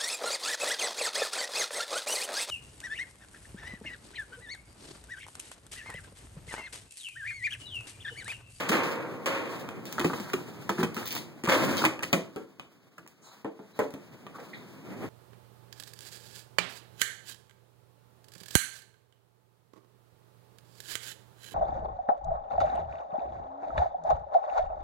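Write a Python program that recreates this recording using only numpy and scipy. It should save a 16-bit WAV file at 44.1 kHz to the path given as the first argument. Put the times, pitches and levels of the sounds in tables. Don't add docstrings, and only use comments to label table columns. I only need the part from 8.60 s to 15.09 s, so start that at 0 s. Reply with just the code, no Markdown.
import sys
import numpy as np
from scipy import signal
from scipy.fft import rfft, irfft, next_fast_len
from scipy.io import wavfile
from scipy.ndimage import map_coordinates

SR = 44100
rng = np.random.default_rng(int(sys.argv[2]) if len(sys.argv) > 2 else 0)


def to_wav(sig):
    pcm = np.clip(np.atleast_2d(sig), -1, 1) * 32767
    pcm = np.round(pcm).astype(np.int16)
    wavfile.write(sys.argv[1], SR, pcm.T)


N = 286209
T = np.arange(N) / SR
BLOW = T[:SR // 4]
PORT_GAP = 16

# (frequency [Hz], level [dB], t60 [s])
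SHELL_MODES = [(700, -5, 0.015), (917, 5, 0.01), (1018, -2.5, 0.019), (1173, 3.5, 0.021),
               (1394, 10.5, 0.0058), (1690, 3.5, 0.017)]
CLACK_MODES = [(1910, 7.5, 0.0076), (2340, -10.5, 0.02), (2480, 2.5, 0.02), (3040, 0.5, 0.017)]


def amp(db):
    return np.exp(np.asarray(db) * np.log(10) / 20)


def unit(x):
    return x / np.sqrt(np.mean(x ** 2) + 1e-20)


def struck(x):
    return x / np.sqrt(np.mean(x[..., :SR // 100] ** 2) + 1e-20)


def along(points, hz):
    freqs, values = np.transpose(points)
    return np.interp(np.log(hz + 1), np.log(freqs), values)


def wobble(per_s):
    clock = T[::20]
    knots = rng.standard_normal(int(N * per_s / SR) + 4)
    return np.interp(T, clock, map_coordinates(knots, [clock * per_s]))


def strokes(rows, attack_s, release_t60, sag_db_per_s):
    s, length, db = np.transpose(rows)[:, :, None]
    clock = T[::20]
    t = np.maximum(clock - s, 0)
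    release_db = 60 * np.maximum(t - length, 0) / release_t60
    gains = np.minimum(t / attack_s, 1) * amp(db - sag_db_per_s * t - release_db)
    return np.interp(T, clock, gains.sum(axis=0))


def filtered(x, response):
    n = x.shape[-1]
    m = next_fast_len(n + SR // 8)
    return irfft(rfft(x, m) * response(np.fft.rfftfreq(m, 1 / SR)), m)[..., :n]


def coloured(x, spectrum):
    return unit(filtered(x, lambda hz: amp(along(spectrum, hz))))


def add(track, s, x):
    i = max(0, round(s * SR))
    track[..., i:i + x.shape[-1]] += x[..., :N - i]


def diffuse(size):
    alike = lambda hz: np.sinc(2 * hz * PORT_GAP / SR)
    noise = rng.standard_normal((2, size))
    mid, side = filtered(noise, lambda hz: np.sqrt([1 + alike(hz), 1 - alike(hz)]))
    return unit(np.array([mid + side, mid - side]))


def dying(x, t60s):
    hz, t, spectra = signal.stft(x, SR, nperseg=256)
    decay = amp(-60 * t / along(t60s, hz)[:, None])
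    return signal.istft(spectra * decay, SR, nperseg=256)[1][:, :x.shape[-1]]


def ring(modes, centre_hz=None, scatter_db=2, t=BLOW):
    hz, db, t60 = np.transpose(modes)[:, :, None]
    db = db + scatter_db * rng.standard_normal(hz.shape)
    if centre_hz:
        db = db - 19 * np.abs(np.log2(hz / centre_hz))
    hz = hz * (1 + 0.0078 * rng.standard_normal(hz.shape))
    partials = rng.choice([-1, 1], hz.shape) * amp(db - 60 * t / t60) * np.sin(2 * np.pi * hz * t)
    return struck(partials).sum(axis=0) / np.sqrt(len(partials))


def click(t60, crumble_db, centre_hz=None):
    # (frequency [Hz], level [dB])
    click_spectrum = [(300, -21), (1500, 2.5), (2600, 8.5), (4000, -0.5), (7500, 2.5), (12000, -7),
                      (15500, 0)]
    snap, crumble = rng.standard_normal((2, len(BLOW)))
    burst = snap * amp(-60 * BLOW / 0.005) + crumble * amp(crumble_db - 60 * BLOW / t60)
    whitened = irfft(np.exp(1j * np.angle(rfft(burst))), len(BLOW))
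    crack = coloured(whitened * amp(-60 * BLOW / 0.06), click_spectrum)
    if centre_hz:
        crack = filtered(crack, lambda hz: amp(-3 * np.abs(np.log2((hz + 1) / centre_hz))))
    return struck(crack)


def bearing(s):
    # (time [s], lead of the left port [samples])
    path = [(0, 1.93), (2.6, 2.64), (3.25, 8.4), (3.55, 11.5), (4.4, 5.1), (6.49, 1.2)]
    return np.interp(s, *np.transpose(path))


def kitchen(x, early_db, tail_db, lead=2.1, echo_count=18):
    # (frequency [Hz], t60 [s])
    room_t60 = [(120, 0.33), (400, 0.31), (1500, 0.3), (5000, 0.31), (15000, 0.18)]
    tail = dying(diffuse(len(BLOW)), room_t60) * (1 - np.exp(-BLOW / 0.01))
    tail = tail / np.linalg.norm(tail[0])
    tail = filtered(tail, lambda hz: amp(along([(300, 6.5), (1500, -2.0), (8000, -0.1)], hz)))
    delays = rng.uniform(0.00202, 0.025, (echo_count, 1))
    skews = rng.uniform(-1.194, 1, (echo_count, 1)) * PORT_GAP / SR
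    gains = amp(early_db) * rng.choice([-1, 1], (echo_count, 1)) * np.exp(-delays / 0.011)
    hz = np.fft.rfftfreq(2048, 1 / SR)
    response = np.pad(amp(tail_db) * tail, ((0, 0), (PORT_GAP, 0)))
    for port, way in enumerate((1, -1)):
        direct = np.exp(1j * np.pi * hz * way * lead / SR)
        echoes = np.sum(gains * np.exp(-2j * np.pi * hz * (delays + way * skews / 2)), axis=0)
        near = irfft(direct + echoes / (1 + 1j * hz / 6000))
        response[port, :len(near)] += np.roll(near, PORT_GAP)
    return signal.fftconvolve(x[None], response, axes=1)[:, PORT_GAP:PORT_GAP + len(x)]


def oven_drawer():
    # (time [s], ring [dB], bass [dB], rattle [dB], crack [dB], drone [dB],
    # drone pitch [Hz])
    bangs = [(0.0, -27.5, -51, -51, -70, -64, 484), (0.116, -20, -32.5, -39.5, -53, -37, 484),
             (0.659, -24, -38.5, -40, -33, -38, 548), (2.846, -43, -74, -42, -37.5, -54, 484),
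             (2.887, -22.5, -30, -31, -55, -56, 530)]
    # (frequency [Hz], level [dB])
    metal_spectrum = [(120, -38), (300, -10), (430, -6), (520, 5.5), (640, -1), (760, -3.5), (1100, 1.5),
                      (1500, 1), (2000, 1), (2600, 0.5), (3800, -9), (7000, -12.5), (11000, -19),
                      (15500, -15)]
    bass_spectrum = [(40, -33), (110, -22), (200, -17), (330, -5.5), (500, -23.5), (900, -39)]
    # (frequency [Hz], t60 [s])
    metal_t60 = [(150, 1.7), (500, 1.8), (1200, 1.45), (2500, 0.93), (5000, 0.47), (15000, 0.31)]
    # (frequency [Hz], level [dB], t60 [s])
    panel_modes = [(167.2, -7, 0.56), (270, -0.5, 3), (460, 4, 2), (696, -3, 1.9), (800, -3, 1.9),
                   (909, 6, 1.3), (987, -4, 0.93), (1090, 6, 1.54), (1200, 2, 0.91), (1420, 0.5, 1.5),
                   (1766, 8, 0.54)]
    drone_t60, rattle_t60, contacts_per_s = 1.36, 1.0, 150
    out, t = np.zeros((2, N)), T[:5 * SR // 4]
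    swell = 1 - np.exp(-t / 0.00027)
    for s, ring_db, bass_db, rattle_db, crack_db, drone_db, drone_hz in bangs:
        wash = amp(ring_db - 4) * coloured(diffuse(len(t)), metal_spectrum)
        bass = amp(bass_db) * coloured(diffuse(len(t)), bass_spectrum)
        singing = amp(ring_db - 14) * ring(panel_modes, scatter_db=1, t=t)
        drone = amp(drone_db) * ring([(drone_hz, 0, drone_t60)], t=t)
        add(out, s, (dying(wash + bass, metal_t60) + singing + drone) * swell)
        contacts = (rng.random(len(t)) < contacts_per_s / SR) * rng.uniform(-1, 1, len(t))
        rattle = amp(rattle_db + 2.5 - 60 * t / rattle_t60) * coloured(contacts, metal_spectrum)
        add(out, s, kitchen(rattle, early_db=0, tail_db=-1))
        crack = amp(crack_db) * click(t60=0.014, crumble_db=-22)
        add(out, s, kitchen(crack, early_db=2, tail_db=-31))
    return out * amp(0.23 * wobble(per_s=90))


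def rolling():
    # (time [s], level [dB])
    speeds = [(0.0, -38.5), (0.23, -40.5), (0.7, -43.5), (1.68, -42.5), (1.82, -44.5), (2.11, -45),
              (2.31, -40), (2.69, -45.5), (2.89, -57), (3.02, -32), (3.13, -33), (3.33, -52), (3.65, -52.5),
              (4.05, -61.5), (4.79, -63.5), (5.48, -50), (6.16, -49.5), (6.25, -43.5), (6.49, -38)]
    # (time [s], length [s], level [dB])
    shoves = [(0.88, 0.14, -45.5), (1.25, 0.19, -49), (1.385, 0.42, -42.5), (1.8, 0.34, -53.5),
              (2.17, 0.029, -29.5), (2.35, 0.089, -40.5), (2.5, 0.056, -46), (2.89, 0.35, -33.5),
              (4.62, 0.18, -57), (5.13, 0.13, -56.5), (5.72, 0.44, -57), (6.05, 0.85, -70)]
    # (frequency [Hz], level [dB])
    rumble_spectrum = [(25, -34), (55, -29), (110, 2), (200, 4.5), (380, 1.5), (600, -5), (1100, -10.5),
                       (2200, -11), (4000, -26), (10000, -31.5)]
    rub_spectrum = [(100, -12), (1200, 1), (2500, -4.5), (5000, -6.5), (11000, -15.5), (15500, -12.5)]
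    places = [740, 1060, 1340, 1750]
    contacts_per_s = 30
    speed_db = np.interp(T, *np.transpose(speeds))
    shove = strokes(shoves, attack_s=0.045, release_t60=0.11, sag_db_per_s=17)
    rumble = amp(speed_db - 2 + 1.94 * wobble(per_s=35)) * coloured(diffuse(N), rumble_spectrum)
    light_rub = amp(0.44 * speed_db - 37.6)
    rub = (light_rub + shove) * amp(2 * wobble(per_s=50)) * coloured(diffuse(N), rub_spectrum)
    contacts = (rng.random((len(places), N)) < contacts_per_s / SR) * rng.uniform(-1.1, 1, N)
    rings = np.array([ring(SHELL_MODES, centre_hz=hz)[:SR // 20] for hz in places])
    chatter = unit(signal.oaconvolve(contacts, rings, axes=1)[:, :N].sum(axis=0))
    return rumble + rub + kitchen(amp(-7) * shove * chatter, early_db=-1.5, tail_db=-4)


def claws_and_teeth():
    # (time [s], level [dB], sharpness [0-1])
    ticks = [(0.0895, -32, 0.9), (1.0895, -33.5, 0.2), (1.255, -43, 1), (1.326, -35.5, 1), (1.7, -41, 0.08),
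             (2.3454, -42, 1), (2.473, -46, 0.7), (2.526, -48, 0.6), (2.565, -33.5, 0.16), (3.05, -38, 0.9),
             (3.1112, -38, 0.65), (3.17, -31, 0.8), (3.3923, -35.5, 0), (3.9969, -39.5, 0.15),
             (4.464, -51.5, 0.13), (4.476, -51, 1), (5.306, -45, 0.43), (5.6667, -42, 0.12),
             (5.8015, -44.5, 0.16)]
    blunt_hz, sharp_hz = 3500, 15400
    out = np.zeros((2, N))
    for s, db, sharpness in ticks:
        shell = amp(-5.5) * ring(SHELL_MODES, centre_hz=1280) + amp(-4) * ring(CLACK_MODES)
        click_hz = blunt_hz * (sharp_hz / blunt_hz) ** (sharpness ** 2)
        tip = click(t60=0.025, crumble_db=-9, centre_hz=click_hz)
        touch = amp(-21 * sharpness) * shell + amp(15 * sharpness - 12) * tip
        add(out, s, amp(db) * kitchen(touch, early_db=-10, tail_db=-6.5, lead=bearing(s)))
    return out


def toy_and_paw():
    # (time [s], shell [dB], favoured frequency [Hz],
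    # click [dB], slap delay [s], thump [dB], thump pitch [Hz], crack [dB], hum [dB], hum pitch [Hz])
    impacts = [(0.093, -35, 1180, -27, 0.0043, -23.5, 205, -52, -32, 338),
               (0.1417, -32, 1250, -72, 0.00049, -29.5, 198, -84, -43, 350),
               (1.382, -24, 1320, -43.5, 0.014, -29.5, 288, -33, -30, 350),
               (1.412, -32, 1000, -43, 0.0024, -41, 220, -42, -41, 344),
               (1.445, -30.5, 1120, -46, 0.001, -20.5, 255, -33, -31, 363),
               (1.499, -35, 1400, -60, 0.00086, -30, 270, -59, -46, 360),
               (1.533, -32, 1060, -59, 0.0011, -33, 243, -44, -41, 316),
               (1.6, -50, 1400, -41, 0.00076, -35.5, 200, -57, -57, 363),
               (1.734, -30, 1250, -33, 0.0014, -24.5, 396, -39, -30.5, 360.4),
               (2.093, -22, 1150, -33, 0.0045, -28, 200, -44, -33.5, 352),
               (2.183, -30, 1250, -53, 0.0019, -25.5, 219, -49, -27, 372),
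               (2.203, -33, 1600, -46, 0.0032, -30, 260, -43, -36, 369),
               (2.23, -27, 1330, -41, 0.0024, -23.5, 224, -31, -40, 364),
               (2.367, -29.5, 1100, -40, 0.00091, -33, 231, -41.5, -42, 345),
               (2.837, -39, 1300, -41, 0.0009, -30, 233, -41.5, -40, 355),
               (2.874, -31, 1180, -44, 0.00147, -30.5, 170, -42, -45, 333),
               (2.886, -29, 1220, -42, 0.0023, -26.5, 284, -47, -46, 352),
               (3.218, -26, 1090, -52, 0.00094, -30, 236, -40, -31, 334.5),
               (3.2395, -17.5, 1140, -50, 0.0021, -28, 283, -32, -32, 312.5),
               (3.2479, -26, 1190, -46, 0.0036, -40, 273, -24.5, -31, 322),
               (3.257, -34, 1400, -39, 0.0027, -35, 245, -56, -34, 318),
               (3.426, -31, 1510, -41, 0.0067, -40.5, 194.5, -33, -44, 333),
               (3.5289, -27.5, 1130, -35, 0.00085, -21.5, 211, -24.5, -50, 345),
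               (4.381, -42.5, 1320, -54, 0.0018, -50.5, 325, -57, -56, 332)]
    # (frequency [Hz], level [dB])
    thud_spectrum = [(60, -35), (110, -10), (170, -14.5), (300, 8.5), (520, -2), (900, -25.5), (2500, -66)]
    floor_mode = (169.4, -17.5, 0.26)  # (frequency [Hz], level [dB], t60 [s])
    thump_t60, hum_t60 = 0.065, 0.22
    swell = 1 - np.exp(-BLOW / 0.002)
    hum_swell = 1 - np.exp(-BLOW / 0.01)
    out = np.zeros((2, N))
    for s, shell_db, shell_hz, click_db, delay, thump_db, thump_hz, crack_db, hum_db, hum_hz in impacts:
        touch = amp(shell_db - 5) * ring(SHELL_MODES, centre_hz=shell_hz)
        touch += amp(click_db) * click(t60=0.0047, crumble_db=-16)
        thud = struck(coloured(rng.standard_normal(len(BLOW)), thud_spectrum) * amp(-60 * BLOW / 0.031))
        crack = amp(-0.5) * (ring(CLACK_MODES) + click(t60=0.011, crumble_db=-21))
        slap = amp(thump_db - 6) * thud * swell + amp(crack_db) * crack
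        slap += amp(shell_db - 19) * ring(SHELL_MODES, centre_hz=shell_hz)
        blow = touch + np.pad(slap, (round(delay * SR), 0))[:len(BLOW)]
        add(out, s, kitchen(blow, early_db=-1.5, tail_db=-6, lead=bearing(s)))
        body = ring([(thump_hz, 0, thump_t60), floor_mode, (thump_hz * 1.61, -11, 0.04)], scatter_db=4)
        hum = ring([(hum_hz, 0, hum_t60)]) * hum_swell
        add(out, s + delay, amp(thump_db) * body * swell + amp(hum_db) * hum)
    return out


def skids():
    # (time [s], length [s], level [dB])
    slides = [(0.23, 0.093, -41), (1.254, 0.015, -48), (2.11, 0.038, -45.5), (2.34, 0.016, -47.5),
              (2.452, 0.017, -36.5), (2.505, 0.05, -42.5), (2.55, 0.028, -41), (3.16, 0.11, -39.5),
              (3.426, .008, -38.5)]
    # (frequency [Hz], level [dB])
    scrape_spectrum = [(300, -72), (1000, -15.5), (2400, 3.5), (4800, 1), (8000, -3), (11500, -5),
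                       (15200, -2.5)]
    slips_per_s = 600
    pressure = strokes(slides, attack_s=0.0043, release_t60=0.25, sag_db_per_s=34)
    slips = (rng.random(N) < slips_per_s / SR) * rng.standard_normal(N)
    scrape = pressure * amp(1.7 * wobble(per_s=55)) * coloured(slips, scrape_spectrum)
    return kitchen(scrape, early_db=0, tail_db=-6)


def collar():
    # (time [s], level [dB])
    clinks = [(2.458, -33.5), (2.477, -32), (2.488, -38), (2.519, -43), (2.5254, -34), (2.5517, -26),
              (2.566, -49), (2.574, -46)]
    # (frequency [Hz], level [dB], t60 [s])
    buckle_modes = [(12900, -6, .015), (14400, -7, .022), (15400, -2, 0.025), (15200, 0, .02),
                    (15100, -1, .028)]
    out = np.zeros(N)
    for s, db in clinks:
        add(out, s, amp(db - 3) * ring(buckle_modes))
        add(out, s, amp(db - 8) * click(t60=0.015, crumble_db=-8, centre_hz=14000))
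    return kitchen(out, early_db=-10, tail_db=-11)


def squeaks_and_sniff():
    # (time [s], length [s], pitch [Hz], spread [share of pitch], level [dB])
    bursts = [(3.17, 0.025, 4000, 0.26, -29), (4.616, 0.13, 4030, 0.048, -60.5),
              (4.602, 0.098, 6830, 0.22, -56.5), (5.114, 0.067, 3970, .02, -64.5),
              (5.739, 0.03, 1262, 0.13, -46), (5.927, 0.019, 2105, 0.13, -42),
              (5.928, 0.037, 3740, .12, -51.5)]
    fall = 0.0475
    out = np.zeros(N)
    for s, length, pitch_hz, spread, db in bursts:
        size = round(length * SR)
        noise = rng.standard_normal((2, size))
        unsteady = filtered(noise, lambda hz: 1 / (1 + 1j * hz / (spread * pitch_hz)) ** 2)
        glide_hz = pitch_hz * (1 + fall * np.linspace(0.5, -0.5, size))
        phase = 2 * np.pi * np.cumsum(glide_hz) / SR
        band = unsteady[0] * np.cos(phase) + unsteady[1] * np.sin(phase)
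        add(out, s, amp(db) * unit(band) * np.hanning(size))
    return kitchen(out, early_db=-7, tail_db=-1)


def baseboard():
    # (time [s], board [dB], favoured frequency [Hz], boom [dB], click [dB])
    knocks = [(3.529, -23, 746, -25, -28.5), (3.761, -33, 400, -38, -45), (4.846, -31, 603, -34.5, -55),
              (4.992, -45, 736, -43.5, -68), (5.191, -21.5, 606, -28, -36), (5.339, -40, 1260, -35, -46.5),
              (5.785, -40.5, 755, -71, -72)]
    # (frequency [Hz], level [dB], t60 [s])
    board_modes = [(443, -2.5, 0.12), (540, -8.5, 0.18), (616, -4.5, 0.047), (868, 3, 0.028),
                   (1170, 2, 0.033), (1400, 10.5, 0.0085), (1840, 14, 0.017), (2410, -10, 0.014)]
    wall_modes = [(144, -2.5, 0.092), (203, 1.5, 0.28), (269, 8, 0.13), (330.6, -3, 0.11)]
    # (frequency [Hz], level [dB])
    wood_spectrum = [(90, -70), (160, -19), (300, 2), (600, 1), (800, -6), (1300, -4.5), (1900, -12),
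                     (2600, -15), (4000, -29), (9000, -63)]
    out = np.zeros((2, N))
    for s, board_db, board_hz, boom_db, click_db in knocks:
        wood = coloured(rng.standard_normal(len(BLOW)), wood_spectrum)
        wood = struck(wood * amp(-60 * BLOW / 0.11) * (1 - np.exp(-BLOW / 0.00051)))
        boom = amp(boom_db - 3) * ring(wall_modes) * (1 - np.exp(-BLOW / 0.00044))
        board = amp(board_db - 8) * ring(board_modes, centre_hz=board_hz) + amp(board_db - 6) * wood
        blow = board + amp(click_db) * click(t60=0.015, crumble_db=-3)
        add(out, s, boom + kitchen(blow, early_db=-5.5, tail_db=-5, lead=bearing(s)))
    return out


def scene():
    hits = toy_and_paw() + oven_drawer() + baseboard() + claws_and_teeth() + collar()
    return hits + rolling() + skids() + squeaks_and_sniff()


def record(dry):
    # (frequency [Hz], side gain [dB])
    shading = [(120, 2.5), (500, 0), (1200, -2.5), (2300, 2), (4000, 0), (8000, -1.5), (15000, -0.5)]
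    low_cut_hz, top_hz = 95, 15900
    mid = (dry[0] + dry[1]) / 2
    side = filtered((dry[0] - dry[1]) / 2, lambda hz: amp(along(shading, hz)))
    ports = np.array([mid + side, mid - side])
    opposite = np.pad(ports[::-1], ((0, 0), (PORT_GAP, 0)))[:, :N]
    bass_lift = lambda hz: (820 + 1j * hz) / (30 + 1j * hz) / 2
    low_cut = lambda hz: (1j * hz) ** 2 / (low_cut_hz ** 2 - hz ** 2 + 1.1j * low_cut_hz * hz)
    return filtered(ports - opposite, lambda hz: bass_lift(hz) * low_cut(hz) * (hz < top_hz))


dry = scene()
out = record(dry)
to_wav(out)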